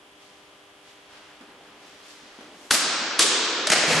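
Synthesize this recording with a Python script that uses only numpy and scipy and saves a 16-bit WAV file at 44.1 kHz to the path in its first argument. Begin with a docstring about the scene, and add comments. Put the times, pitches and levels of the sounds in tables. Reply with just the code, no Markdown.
"""Two sword cuts in a gym

Bare feet and robes move quietly over a mains buzz and the air of a hard, echoing hall.
A swordsman steps up to a rolled straw mat and cuts it twice: each cut is a crack and a short rip
of stalks. The severed pieces slap down on the parquet close by, thump and skid through loose straw."""
import sys
import numpy as np
from scipy import signal
from scipy.fft import rfft, irfft, next_fast_len
from scipy.io import wavfile
from scipy.ndimage import uniform_filter1d

SR = 44100
rng = np.random.default_rng(int(sys.argv[2]) if len(sys.argv) > 2 else 0)


def waveform_to_disk(signal):
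    """Save audio, clipped to [-1, 1], as 16-bit WAV at the path in sys.argv[1]."""
    frames = np.transpose(np.atleast_2d(signal))
    scaled = np.clip(frames, -1, 1) * 32767
    samples = np.round(scaled).astype(np.int16)
    wavfile.write(sys.argv[1], SR, samples)


N = 176400

# Reverb time of the gym: f/Hz, t60/s
HALL_T60 = [(100, 5.4), (300, 7.7), (1200, 6.13), (3000, 3.5), (5000, 2.41), (8000, 0.97), (11000, 0.23)]
# EQ of the reverb: f/Hz, gain/dB
HALL_EQ = [(70, -41), (150, -4.5), (300, 1), (700, 1), (1300, 1.5), (2600, 1.5), (6000, 2), (11000, 6.5)]
# Stereo width of the events and reverb, then of the room tone: f/Hz, side/dB
WIDTH = [(25, -12), (60, -20), (130, -58), (300, -98), (550, -23), (1100, -11.5), (2200, -6), (4500, -3),
         (10000, -6.5)]
AIR_WIDTH = [(60, -1), (150, -28), (350, -14), (850, -6.5), (2050, 4.5), (4970, -0.5), (12000, -1)]
# Colour of the room tone: f/Hz, level/dB
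AIR_EQ = [(18, -55), (30, -19.5), (266, -11.5), (294, -9), (325, -7), (397, -19), (428, -11), (593, -13),
          (639, -11.5), (821, -10), (1970, -19), (3180, -19.5), (12000, -30.5), (15600, -60), (22000, -120)]
# Strong mains partials, then the contour of the fine buzz on top: f/Hz, level/dB
HUM_PARTIALS = [(300, -66.5), (400, -64), (500, -69), (600, -66), (700, -72.5), (800, -68.5), (1000, -72.5),
                (1200, -68), (1700, -73)]
BUZZ_CONTOUR = [(1000, -78.5), (2200, -79), (2650, -76), (3300, -72), (3700, -82), (4500, -96)]
# Robes and sliding soles: t/s, level/dB, rise/s, decay/s, tilt/(dB/octave)
SWISHES = [(.23, -55.5, .04, 0.13, 2), (.9, -53.5, 0.065, .04, 1.5), (1.16, -49.5, 0.071, 0.079, -1.3),
           (1.321, -61.5, 0.065, .06, 1), (1.65, -56, 0.042, 0.18, -1.5), (1.88, -53, 0.092, 0.17, 2),
           (2.111, -48.5, 0.089, 0.063, 4), (2.28, -53.5, 0.076, 0.17, -1), (2.422, -56, 0.12, 0.073, 2),
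           (2.671, -51.5, 0.14, 0.051, 7)]
# Barefoot steps: t/s, level/dB, decay/s, tilt/(dB/octave)
STEPS = [(1.413, -44, 0.011, -0.5), (1.435, -44, .008, -2), (1.50, -54, .02, 0), (1.802, -61, 0.0062, 0.5),
         (2.235, -52, 0.015, -2), (2.388, -43.5, 0.016, -3.5), (2.41, -45, 0.022, -0.5),
         (2.446, -48, 0.0068, -1), (2.525, -50, 0.03, -3.5), (2.654, -46.5, 0.0077, -5)]
# Pieces slapping the floor: t/s, level/dB, rise/s, decay/s, tilt/(dB/octave)
SLAPS = [(3.671, -20, 0.0014, 0.01, 3.1), (3.7024, -12.5, 0.0023, 0.004, 3.5),
         (3.7215, -13.5, 0.0061, 0.0052, 1), (3.726, -12.5, 0.0026, 0.0072, 1),
         (3.7347, -11.5, 0.0026, .004, 1.2), (3.763, -17, 0.0031, 0.0021, -1),
         (3.838, -21, 0.0016, 0.0045, -1)]
# Their weight on the boards: t/s, level/dB, f/Hz, decay/s
THUMPS = [(3.699, -43.5, 50, 0.0094), (3.702, -24.5, 200, 0.004), (3.745, -45.5, 155, 0.063),
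          (3.882, -29.5, 169, 0.018), (3.919, -25.5, 239, 0.0094), (3.948, -26, 158, 0.059)]
# Their skids through straw: t/s, level/dB, rise/s, decay/s
SKIDS = [(3.785, -27, 0.027, 0.013), (3.915, -23, 0.043, 0.11), (3.97, -34, 0.02, 0.09)]
# Hollow notes of the roll: t/s, f/Hz, level/dB, decay/s, reverb/dB
KNOCKS = [(2.709, 1250, -16.5, 0.0033, -1), (2.7082, 2820, -21, 0.0021, -7), (3.194, 355, -26.5, 0.013, 8),
          (3.195, 468, -28.5, 0.011, 6.5), (3.1985, 1600, -13, 0.0017, -0.5),
          (3.674, 620, -26.5, 0.017, -4), (3.729, 645, -21.5, 0.0092, 0.5),
          (3.905, 500, -22.5, 0.0097, -2.5)]
# Sword cuts: t/s, crack/dB, rip/dB, rip length/s, thud/dB, crack tilt/(dB/octave), rip reverb/dB
CUTS = [(2.7102, -11, -18.5, 0.043, -40, 0.2, 3), (3.194, -11.5, -17, 0.038, -43.5, 3.3, 3)]
# Noise colour of cloth, step, slap, skid, crack and rip (one curve per cut): f/Hz, level/dB
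SWISH_EQ = [(100, -14), (300, -8), (1300, -0.5), (3000, -3), (6000, -9), (11000, -23.5)]
STEP_EQ = [(60, -32), (150, -26), (240, -3.5), (400, -1.5), (700, -4.5), (1300, -9), (3000, -18),
           (10000, -30)]
SLAP_EQ = [(60, -52), (150, -20), (330, -1.5), (480, -5), (680, 2), (1080, -14.5), (1400, -1.5), (2000, 0),
           (3000, -8.5), (4450, -7), (6500, -10.5), (10000, -18.5), (12000, -34)]
SKID_EQ = [(59, -49), (100, -20), (159, -7.5), (256, -12.5), (339, -14), (375, -30), (423, -7), (981, -12),
           (2520, -10), (3070, -13), (7130, -16), (12000, -31), (15600, -60), (22000, -120)]
CRACK_EQ = [(60, -30), (150, -9.5), (400, -5), (750, -13.5), (1300, 4.5), (2000, -0.5), (3100, 2),
            (4700, 0.5), (5800, -3), (7500, -4), (10000, -5), (12000, -22)]
RIP_EQS = [
    [(60, -50), (130, -10), (290, 3.5), (400, -16), (520, 0.5), (850, -2), (1250, -2.5), (1900, -1.5),
     (3200, 0.5), (4700, 0.5), (7000, -1), (10000, -4.5), (12000, -7)],
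    [(60, -52), (130, -17), (330, 0), (480, -2), (600, -6), (1100, 3.5), (1600, -4), (2400, 1.5), (3300, 4),
     (4900, 3), (7000, 2), (10000, -4), (12000, -17)],
]

PREDELAY_S, HALL_BUILD_S, HALL_BLUR_OCT = 0.013, 0.0023, 0.11
MAINS_HZ, HEEL_HZ, THUD_HZ, TOP_HZ = 50, 250, 55.5, 12000
AIR_DB, HEEL_DB, SPLIT_DB = -54.5, -5, -11.5
THUMP_RISE_S, CRACK_RISE_S, RIP_DELAY_S = 0.00485, 0.0021, 0.006


def amp(db):
    return 10 ** (np.asarray(db) / 20)


def unit_rms(x):
    return x / np.sqrt(np.mean(x ** 2) + 1e-20)


def curve(points, hz):
    """Read a breakpoint curve on a log frequency axis."""
    f, values = np.transpose(points)
    return np.interp(np.log(hz + 1), np.log(f + 1), values)


def filtered(x, response):
    """Apply a gain that depends on frequency."""
    n = x.shape[-1]
    padded = next_fast_len(n + 4096)
    return irfft(rfft(x, padded) * response(np.fft.rfftfreq(padded, 1 / SR)), padded)[..., :n]


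def spread(pair, side_db=0, width=WIDTH):
    """Mix two unrelated signals, as mid and side, to left and right."""
    side = filtered(pair[1], lambda hz: amp(curve(width, hz) + side_db))
    return np.array([pair[0] + side, pair[0] - side])


def pan(x, left_db):
    return x * amp([[left_db], [-left_db]])


def crackle(eq, tilt_db, grain, side_db):
    """A second of coloured stereo noise, clumped into millisecond snaps."""
    clumps = np.exp(grain * unit_rms(uniform_filter1d(rng.standard_normal(SR), size=30)))
    snaps = clumps * rng.standard_normal((2, SR))
    colour = lambda hz: amp(curve(eq, hz) + tilt_db * np.log2(np.maximum(hz, 200) / 2000))
    return unit_rms(spread(filtered(snaps, colour), side_db))


def clock():
    """A second of time around an event, starting a quarter second early."""
    return (np.arange(SR) - SR // 4) / SR


def swell(rise, decay, hold=0):
    """Bell-shaped attack up to time zero, hold, exponential release; all in seconds."""
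    t = clock()
    return np.exp(-(np.minimum(t, 0) / rise) ** 2 - np.maximum(t - hold, 0) / decay)


def place(at, x):
    """Lay an event on the timeline with its time zero on the cue."""
    track = np.zeros((2, N + 2 * SR))
    start = round(at * SR) + SR - SR // 4
    track[:, start:start + SR] = x
    return track[:, SR:SR + N]


def in_hall(x, wet_db):
    """Add the gym's diffuse wash: each band stores the energy it receives and leaks it, treble first."""
    delayed = np.interp(np.arange(N) - PREDELAY_S * SR, np.arange(N), x.mean(0))
    hz, t, spectra = signal.stft(delayed, SR, nperseg=512)
    octave = np.log2(hz + 1)
    blur = np.exp(-.5 * ((octave[:, None] - octave) / HALL_BLUR_OCT) ** 2)
    received = blur / blur.sum(1, keepdims=True) @ np.abs(spectra) ** 2
    tail = amp(-60 * t / curve(HALL_T60, hz)[:, None]) ** 2 * (1 - np.exp(-t / HALL_BUILD_S))
    stored = np.abs(signal.fftconvolve(received, tail * t[1], axes=1)[:, :len(t)])
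    noise = signal.stft(rng.standard_normal((2, N)), nperseg=512)[2]
    wash = signal.istft(2 * np.sqrt(stored) * noise / noise.std(), nperseg=512)[1][:, :N]
    return x + amp(wet_db) * spread(filtered(wash, lambda f: amp(curve(HALL_EQ, f))))


def room_tone():
    """The hall's air: a steady bed of soft noise."""
    air = filtered(rng.standard_normal((2, N)), lambda hz: amp(curve(AIR_EQ, hz)))
    return amp(AIR_DB) * unit_rms(spread(air, width=AIR_WIDTH))


def mains_buzz():
    """Electrical harmonics: a hum with a fine comb of partials on top."""
    t = np.arange(N) / SR
    comb = [(hz, curve(BUZZ_CONTOUR, hz)) for hz in np.arange(20, 80) * MAINS_HZ]
    partials = HUM_PARTIALS + comb
    return np.sqrt(2) * sum(amp(db) * np.sin(2 * np.pi * (hz * t + rng.random())) for hz, db in partials)


def swishes():
    """Robes and sliding soles rub in soft swells of noise."""
    track = 0
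    for at, db, rise, decay, tilt_db in SWISHES:
        friction = crackle(SWISH_EQ, tilt_db, grain=0.21, side_db=2.5)
        track += place(at, amp(db) * swell(rise, decay) * friction)
    return in_hall(track, wet_db=1.5)


def footsteps():
    """Bare heels land with a dull pat and sound a low note in the boards."""
    board = amp(HEEL_DB) * np.sqrt(2) * np.sin(2 * np.pi * HEEL_HZ * clock())
    track = 0
    for at, db, decay, tilt_db in STEPS:
        pat = crackle(STEP_EQ, tilt_db, grain=0.26, side_db=7)
        track += place(at, amp(db) * swell(0.003, decay) * (board + pat))
    return in_hall(track, wet_db=1.5)


def landings():
    """The severed pieces slap the parquet, thump the boards and skid on through straw."""
    slaps = thumps = skids = 0
    for at, db, rise, decay, tilt_db in SLAPS:
        smack = crackle(SLAP_EQ, tilt_db, grain=0.36, side_db=-10)
        slaps += place(at, amp(db) * swell(rise, decay) * smack)
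    for at, db, hz, decay in THUMPS:
        board = np.sin(2 * np.pi * hz * clock())
        thumps += place(at + THUMP_RISE_S, amp(db) * swell(THUMP_RISE_S, decay) * board)
    for at, db, rise, decay in SKIDS:
        straw = crackle(SKID_EQ, tilt_db=0, grain=0.23, side_db=-18)
        skids += place(at, amp(db) * swell(rise, decay) * straw)
    return in_hall(slaps, wet_db=1.5) + in_hall(thumps, wet_db=-5) + in_hall(skids, wet_db=1.5)


def mat_knocks():
    """The roll gives hollow, heavily damped notes as it is cut and as it lands."""
    track = 0
    for at, hz, db, decay, wet_db in KNOCKS:
        note = np.sin(2 * np.pi * (hz * clock() + rng.random()))
        track += in_hall(place(at, amp(db) * swell(0.00094, decay) * note), wet_db)
    return track


def sword_cuts():
    """The edge cracks into the roll and jolts the stand, then rips through the stalks."""
    jolt = swell(rise=0.003, decay=0.005) * np.cos(2 * np.pi * THUD_HZ * clock())
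    bite = swell(CRACK_RISE_S, decay=0.003) + amp(SPLIT_DB) * swell(CRACK_RISE_S, decay=0.006)
    track = 0
    for (at, crack_db, rip_db, length, thud_db, tilt_db, rip_wet_db), rip_eq in zip(CUTS, RIP_EQS):
        crack = amp(crack_db) * bite * crackle(CRACK_EQ, tilt_db, grain=0.43, side_db=-26)
        stalks = pan(crackle(rip_eq, tilt_db=0, grain=0.18, side_db=-2), left_db=0.5)
        rip = amp(rip_db) * swell(rise=0.0075, decay=0.0079, hold=length - RIP_DELAY_S) * stalks
        track += in_hall(place(at, crack), wet_db=-1.5)
        track += in_hall(place(at + RIP_DELAY_S, rip), rip_wet_db)
        track += place(at, amp(thud_db) * jolt)
    return track


def scene():
    """The full mix, leaning a hair to the left."""
    action = sword_cuts() + mat_knocks() + landings() + footsteps() + swishes()
    return pan(action + room_tone() + mains_buzz(), left_db=0.13)


def record(dry):
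    """A soft clip rounds the highest peaks, then a steep low-pass trims the top."""
    rounded = dry / (1 + np.abs(dry) ** 6) ** (1 / 6)
    return filtered(rounded, lambda hz: 1 / np.sqrt(1 + (hz / TOP_HZ) ** 160))


dry = scene()
out = record(dry)
waveform_to_disk(out)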